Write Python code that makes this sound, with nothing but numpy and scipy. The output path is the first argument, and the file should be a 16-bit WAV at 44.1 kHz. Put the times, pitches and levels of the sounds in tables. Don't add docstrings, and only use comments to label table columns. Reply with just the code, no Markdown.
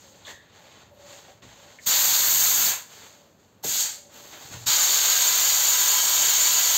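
import sys
import numpy as np
from scipy import signal
from scipy.fft import rfft, irfft, next_fast_len
from scipy.io import wavfile
from scipy.ndimage import map_coordinates

SR = 44100
rng = np.random.default_rng(int(sys.argv[2]) if len(sys.argv) > 2 else 0)


def wav_out(sig):
    wavfile.write(sys.argv[1], SR, np.round(np.clip(np.atleast_2d(sig).T, -1, 1) * 32767).astype(np.int16))


N = 298557
TIME = np.arange(N) / SR

# low f/Hz, high f/Hz
PANEL_BAND, ROAR_BAND = (60, 300), (500, 3000)
RASP_BAND, SIZZLE_BAND = (3000, 4750), (11600, 15600)

# f/Hz, relative density/dB
SIZZLE_SPECTRUM = [(6000, -33.5), (9000, -5), (11600, -3.5), (12600, -6), (13200, 1), (14500, -3.5),
                   (16000, -0.5)]


def from_db(db):
    return 10 ** (np.asarray(db) / 20)


def bins(size):
    return np.maximum(np.arange(size // 2 + 1) * SR / size, 1)


def at_hz(points, hz):
    f, db = np.transpose(points)
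    return np.interp(np.log(hz), np.log(f), db)


def gain_curve(rows, t):
    s, db = np.transpose(rows)
    return from_db(np.interp(t, s, db))


def wander(size, rate_hz):
    padded = next_fast_len(size)
    spectrum = rfft(rng.standard_normal(padded))
    slow = irfft(spectrum / (1 + (bins(padded) / rate_hz) ** 2), padded)[:size]
    return (slow - slow.mean()) / slow.std()


def flutter(size, rate_hz, depth_db):
    return from_db(depth_db * wander(size, rate_hz))


def grains(size, per_s, spread_db):
    hit = rng.random(size) < per_s / SR
    strength_db = spread_db * np.minimum(rng.exponential(1, size), 5)
    return hit * rng.choice([-1, 1], size) * from_db(strength_db)


def coloured(x, spectrum, band, standing=0):
    # f/Hz, width/Hz, level/dB
    modes = [(345, 51, 6), (465, 77, 4.5), (720, 67, 2), (846, 40, 5), (1004, 20, 6.5), (1106, 35, 2),
             (1577, 92, 3), (1870, 60, -3), (2010, 51, 4), (2140, 64, -1.5), (2210, 95, 4), (2770, 45, 5),
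             (3460, 100, -0.5), (3660, 90, 3.5), (4280, 43, 7), (4365, 90, -9), (4600, 120, 3.5),
             (5506, 40, 9.5), (5730, 45, 3.5), (5850, 120, 7.5), (6180, 110, -3.5), (6350, 46, 6.5),
             (6580, 170, 6), (6900, 36, 3.5), (6890, 37, 7), (7034, 74, 10), (7530, 49, -0.5),
             (7400, 64, 5), (8230, 89, 2), (13690, 100, -2.5)]
    size = next_fast_len(len(x))
    hz = bins(size)
    db = at_hz(spectrum, hz)
    if standing:
        db = db + standing * sum(height / (1 + (2 * (hz - f) / width) ** 4) for f, width, height in modes)
    shaped = rfft(x, size) * from_db(db)
    inside = irfft(shaped * (hz > band[0]) * (hz < band[1]), size)[:len(x)]
    return irfft(shaped, size)[:len(x)] / (inside.std() + 1e-12)


def envelope(t, start, rise, held, t60):
    attack = np.clip((t - start) / rise, 0, 1) ** 2
    decay = np.clip((t - start - rise - held) / t60, 0, 2)
    return attack * from_db(-60 * decay)


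def strokes(shapes, levels_db):
    power = np.array([envelope(TIME, *shape) ** 2 for shape in shapes])
    return np.sqrt(from_db(levels_db).T ** 2 @ power)


def wavering_note(hz, swing_hz):
    pitch_hz = hz + swing_hz * wander(N, rate_hz=11.9)
    return np.sqrt(2) * np.sin(2 * np.pi * np.cumsum(pitch_hz) / SR)


def outdoors():
    # f/Hz, relative density/dB
    ambience = [(20, -36.5), (45, -12.5), (85, -2), (140, -3), (210, -2), (280, -6), (500, -7),
                (1000, -13.5), (3000, -27), (16000, -33)]
    return from_db(-63.0) * coloured(rng.standard_normal(N), ambience, PANEL_BAND)


def far_drone():
    # t/s, level/dB
    drone_level = [(0, -67.5), (1.4, -66.5), (2, -74.5), (6.7, -74.5)]
    # f/Hz, relative density/dB
    rumble = [(35, -22), (60, -18), (85, -3.5), (105, -6), (160, -25), (400, -53)]
    return gain_curve(drone_level, TIME) * coloured(rng.standard_normal(N), rumble, PANEL_BAND)


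def coat():
    # start t/s, rise/s, held/s, t60/s, crinkle level/dB, swish level/dB
    rustles = [(-.02, .02, .08, .9, -60, -56.5), (.1, .06, .08, 0.55, -61, -65),
               (.215, 0.063, .035, 0.27, -47.5, -49), (.38, 0.044, .1, .5, -61, -83),
               (.5, 0.051, 0.25, 0.62, -55.5, -64), (.9, 0.11, .05, .5, -59, -62),
               (.97, .13, .085, 0.44, -51.5, -52.5), (1.21, 0.046, .05, 0.44, -56.5, -61),
               (1.415, 0.013, 0.32, .55, -55.5, -59.5), (1.77, .07, .02, .2, -60.5, -47.5),
               (2.8, 0.13, 0.12, 0.9, -52.5, -52), (3.36, 0.037, 0.036, 1.4, -68.5, -68.5),
               (4.04, 0.12, .17, 0.65, -53, -51.5), (4.28, 0.048, .03, 0.68, -48.5, -56),
               (4.34, 0.078, .21, 0.49, -52.5, -48), (4.5, 0.027, .012, .2, -42, -45)]
    # f/Hz, relative density/dB
    crinkle_spectrum = [(100, -7.5), (300, 1), (450, 2), (570, 3.5), (850, 3.5), (1200, 0.5), (1800, 1),
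                        (2400, -1.5), (3500, 0.5), (4700, -2.5), (7000, -5.5), (12000, -25.5)]
    # f/Hz, relative density/dB
    swish_spectrum = [(2000, -24), (4500, -5.5), (6200, -3), (7000, -3), (8500, -9), (12000, -19.5),
                      (16000, -19)]
    crinkle = coloured(grains(N, per_s=5400, spread_db=1.5), crinkle_spectrum, (1000, 4500))
    crinkle = crinkle * flutter(N, rate_hz=36, depth_db=1.5)
    swish = coloured(grains(N, per_s=15000, spread_db=3.0), swish_spectrum, (6100, 15600))
    crinkle_gain, swish_gain = strokes([row[:4] for row in rustles], [row[4:] for row in rustles])
    return crinkle_gain * crinkle + swish_gain * swish


def hose():
    # start t/s, held/s, rubbing level/dB, clear note level/dB
    drags = [(.01, .12, -66, -62), (.25, .05, -62, -62), (.56, .1, -62, -64), (.88, 0.27, -60.5, -58),
             (1.24, 0.0284, -57, -67), (1.548, .13, -62, -64), (3.08, 0.14, -66, -68),
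             (3.95, 0.29, -61, -72)]
    # f/Hz, relative density/dB
    rub_spectrum = [(300, -34), (490, -18.5), (535, -3.5), (552, -1.5), (580, 3), (630, -17), (860, -10),
                    (1200, -33.5)]
    rise_s, t60_s = 0.039, 0.34
    rub = coloured(rng.standard_normal(N), rub_spectrum, (515, 610))
    note = wavering_note(hz=550, swing_hz=13)
    shapes = [(start, rise_s, held, t60_s) for start, held, *_ in drags]
    rub_gain, note_gain = strokes(shapes, [row[2:] for row in drags])
    return rub_gain * rub + note_gain * note


def knocks():
    # t/s, level/dB, f/Hz, width/Hz, t60/s
    blows = [(.248, -44.5, 3530, 600, 0.46), (.255, -52, 1110, 150, .25), (.268, -43.5, 1810, 260, 0.54),
             (.275, -49, 610, 90, 0.25), (1.283, -46, 640, 220, 0.15), (1.42, -48, 2400, 3500, .07),
             (1.424, -52, 130, 130, .45), (1.470, -56, 75, 50, 0.5), (1.786, -38, 1920, 450, 0.05),
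             (1.866, -40, 128.6, 110.8, 0.11), (3.636, -35.5, 730, 300, 0.11),
             (3.645, -34.5, 377, 280, 0.2), (3.645, -42, 112.3, 110, 0.19), (4.335, -46, 1750, 400, 0.13),
             (4.450, -53, 100, 70, 0.43), (4.505, -43, 140, 170, .16), (4.533, -46, 1400, 1200, .14),
             (4.540, -42, 105, 70, 0.45), (4.614, -48, 118, 25, .3), (4.664, -36.5, 120, 70, 0.083)]
    out = np.zeros(N)
    t = TIME[:SR // 2]
    for s, level_db, hz, width_hz, t60 in blows:
        edges = np.hypot(hz, width_hz / 2) + np.array([-width_hz, width_hz]) / 2
        resonance = signal.butter(2, edges, "band", fs=SR, output="sos")
        ring = signal.sosfilt(resonance, rng.standard_normal(SR))[-len(t):]
        fade = from_db(-60 * t / t60) * np.minimum(t / .003, 1)
        ring = ring / np.sqrt(np.average(ring ** 2, weights=fade ** 2))
        at = round(s * SR)
        out[at:at + len(t)] += from_db(level_db) * ring * fade
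    return out


def leak():
    # start t/s, held/s, level/dB
    slips = [(2.83, .17, -64), (4.1, 0.44, -58.5)]
    rise_s, t60_s = 0.04, .7
    gain = sum(from_db(db) * envelope(TIME, start, rise_s, held, t60_s) for start, held, db in slips)
    return gain * coloured(rng.standard_normal(N), SIZZLE_SPECTRUM, SIZZLE_BAND)


def edge_notes():
    # t/s, level/dB
    note_level = [(4.67, -100), (4.75, -49), (5.6, -46), (5.95, -37.5), (6.75, -40)]
    # f/Hz, relative density/dB
    upper_spectrum = [(2500, -33), (2900, -8), (3040, -7), (3180, -2.5), (3320, -13), (3800, -35)]
    # f/Hz, relative density/dB
    lower_spectrum = [(700, -35), (940, -10), (1012, 0), (1070, -10), (1400, -35)]
    upper = coloured(rng.standard_normal(N), upper_spectrum, RASP_BAND)
    lower = coloured(rng.standard_normal(N), lower_spectrum, ROAR_BAND)
    lower_db = -7
    return gain_curve(note_level, TIME) * (upper + from_db(lower_db) * lower)


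def blast(pull, bite):
    # f/Hz, relative density/dB
    jet_spectrum = [(400, -42.5), (1000, -37.5), (2500, -25.5), (4000, -13), (6000, 0), (7000, 0.5),
                    (8500, -1.5), (11000, -10.5), (16000, -30)]
    roar_spectrum = [(150, -33), (300, -22), (450, -7), (700, -2), (1000, 1.5), (1600, 2), (2400, 0),
                     (3200, -1), (4500, -12.5), (6000, -15), (10000, -23.5)]
    rasp_spectrum = [(1500, -35), (2500, -14), (3100, -3), (3800, -0.5), (4600, 2), (5500, -1),
                     (7000, -11.5), (10000, -26)]
    panel_spectrum = [(25, -32.5), (50, -15), (110, 0.5), (220, -1.5), (450, -9), (1200, -29)]
    roar_per_bite, sizzle_per_bite, jet_per_bite = .4, -.6, -.1
    rasp_share_db = -0.5
    sizzle_decay_share = 0.76
    roar_lag_s = 0.041

    (start, rise, held, t60, swell, jet_db, roar_db, sizzle_db,
     buffet_db, buffet_growth, standing, hollow) = pull
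    live = (TIME >= start) & (TIME < start + rise + held + t60)
    t, out = TIME[live], np.zeros(N)
    size = len(t)
    from_middle = np.minimum(t - start - rise, held) - held / 2
    flow_db = swell * from_middle
    rasp_db = np.interp(t, *np.transpose(bite))
    bite_db = rasp_db - rasp_db[t < start + rise + held].mean()

    jet = coloured(rng.standard_normal(size), jet_spectrum, (6100, 7700), standing)
    jet = jet * flutter(size, rate_hz=100, depth_db=0.8)
    panels = coloured(rng.standard_normal(size), panel_spectrum, PANEL_BAND, standing)
    roar = coloured(grains(size, per_s=14000, spread_db=2.0), roar_spectrum, ROAR_BAND, standing)
    middle_band = signal.butter(1, [922, 1300], "band", fs=SR, output="sos")
    roar = roar - hollow * signal.sosfilt(middle_band, roar)
    rasp = coloured(grains(size, per_s=14000, spread_db=2.5), rasp_spectrum, RASP_BAND, standing)
    sizzle = coloured(grains(size, per_s=18000, spread_db=3.0), SIZZLE_SPECTRUM, SIZZLE_BAND, standing)

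    feed = flutter(size, rate_hz=22, depth_db=0.55)
    bleeding = envelope(t, start, rise, held, t60)
    full_pressure = envelope(t, start, rise, held, sizzle_decay_share * t60)
    striking = envelope(t, start, rise, held + roar_lag_s, t60)

    rasp_gain = from_db(rasp_db + rasp_share_db) * bleeding
    roar_gain = from_db(roar_db + roar_per_bite * bite_db) * striking
    sizzle_gain = from_db(sizzle_db + flow_db + sizzle_per_bite * bite_db) * full_pressure
    grit = rasp_gain * rasp + roar_gain * roar + sizzle_gain * sizzle
    jet_gain = from_db(jet_db + flow_db + jet_per_bite * bite_db) * bleeding
    panel_gain = from_db(buffet_db + buffet_growth * from_middle) * full_pressure
    out[live] = jet_gain * jet + panel_gain * panels + feed * grit
    return out


def swaying(x):
    # extra delay/s, its swing as the gun moves/s, level/dB
    bounces = [(.0031, .00012, -15), (.0074, 0.000191, -20), (0.0129, .00025, -18), (0.0184, 0.000296, -14)]
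    out, power = x, 1
    for delay, swing, level_db in bounces:
        lag = delay + swing * wander(N, rate_hz=0.32)
        out = out + from_db(level_db) * map_coordinates(x, [(TIME - lag) * SR], order=3)
        power += from_db(level_db) ** 2
    return out / np.sqrt(power)


def van(x, wet_db, t60):
    t = TIME[:SR // 2]
    tail = rng.standard_normal(len(t)) * from_db(-60 * t / t60) * (t > .003)
    ring = signal.fftconvolve(x, tail / np.linalg.norm(tail))[:N]
    wet = from_db(wet_db)
    return (x + wet * ring) / np.sqrt(1 + wet ** 2)


def scene():
    # opens t/s, rise/s, held/s, t60/s as the air bleeds away, swell of the air flow/(dB/s),
    # air jet level/dB, roar on the steel level/dB, grit sizzle level/dB, buffeting of the panels level/dB,
    # its growth/(dB/s), colour from the standing waves (0-1), hollow in the roar (0-1)
    pulls = [(1.855, 0.015, 0.82, .35, -0.5, -24.5, -34, -25, -52.5, 6.5, .54, 0.13),
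             (3.623, 0.024, 0.17, .42, 49, -28, -41, -33, -57.5, 0, 0.4, 0.66),
             (4.655, .017, 2.1, .35, 0, -23.4, -33, -28.5, -59, -1, 0.97, 0.1)]
    # t/s, level/dB
    first_bite = [(1.88, -29.5), (1.93, -25), (2.04, -30), (2.15, -27.5), (2.3, -31.5), (2.45, -31),
                  (2.6, -31), (2.67, -29.6)]
    second_bite = [(3.66, -37.5), (3.81, -30)]
    third_bite = [(4.71, -25.5), (4.85, -27.5), (5.03, -26.5), (5.3, -28.0), (5.65, -29), (5.9, -29),
                  (6.1, -29), (6.4, -28.1), (6.68, -28.5)]
    bites = [first_bite, second_bite, third_bite]

    background = outdoors() + far_drone()
    handling = coat() + hose() + knocks()
    blasts = sum(blast(pull, bite) for pull, bite in zip(pulls, bites))
    gun = swaying(leak() + edge_notes() + blasts)
    mono = background + van(handling, wet_db=-9.0, t60=0.14) + van(gun, wet_db=-12.5, t60=0.24)
    return np.array([mono, mono])


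def record(dry):
    # f/Hz, level/dB
    microphone = [(25, -6), (70, 0), (4700, 0), (4830, -7), (6050, -7.5), (6200, 1.5), (7630, 0.5),
                  (7750, -5.5), (8480, -4.5), (8650, -18), (11450, -19), (11600, 0.5)]
    cutoff_hz = 15750
    size = next_fast_len(N + SR // 4)
    hz = bins(size)
    low_pass = np.clip((cutoff_hz - hz) / 150 + .5, 0, 1)
    response = from_db(at_hz(microphone, hz)) * low_pass
    return irfft(rfft(dry, size) * response, size)[:, :N]


dry = scene()
out = record(dry)
wav_out(out)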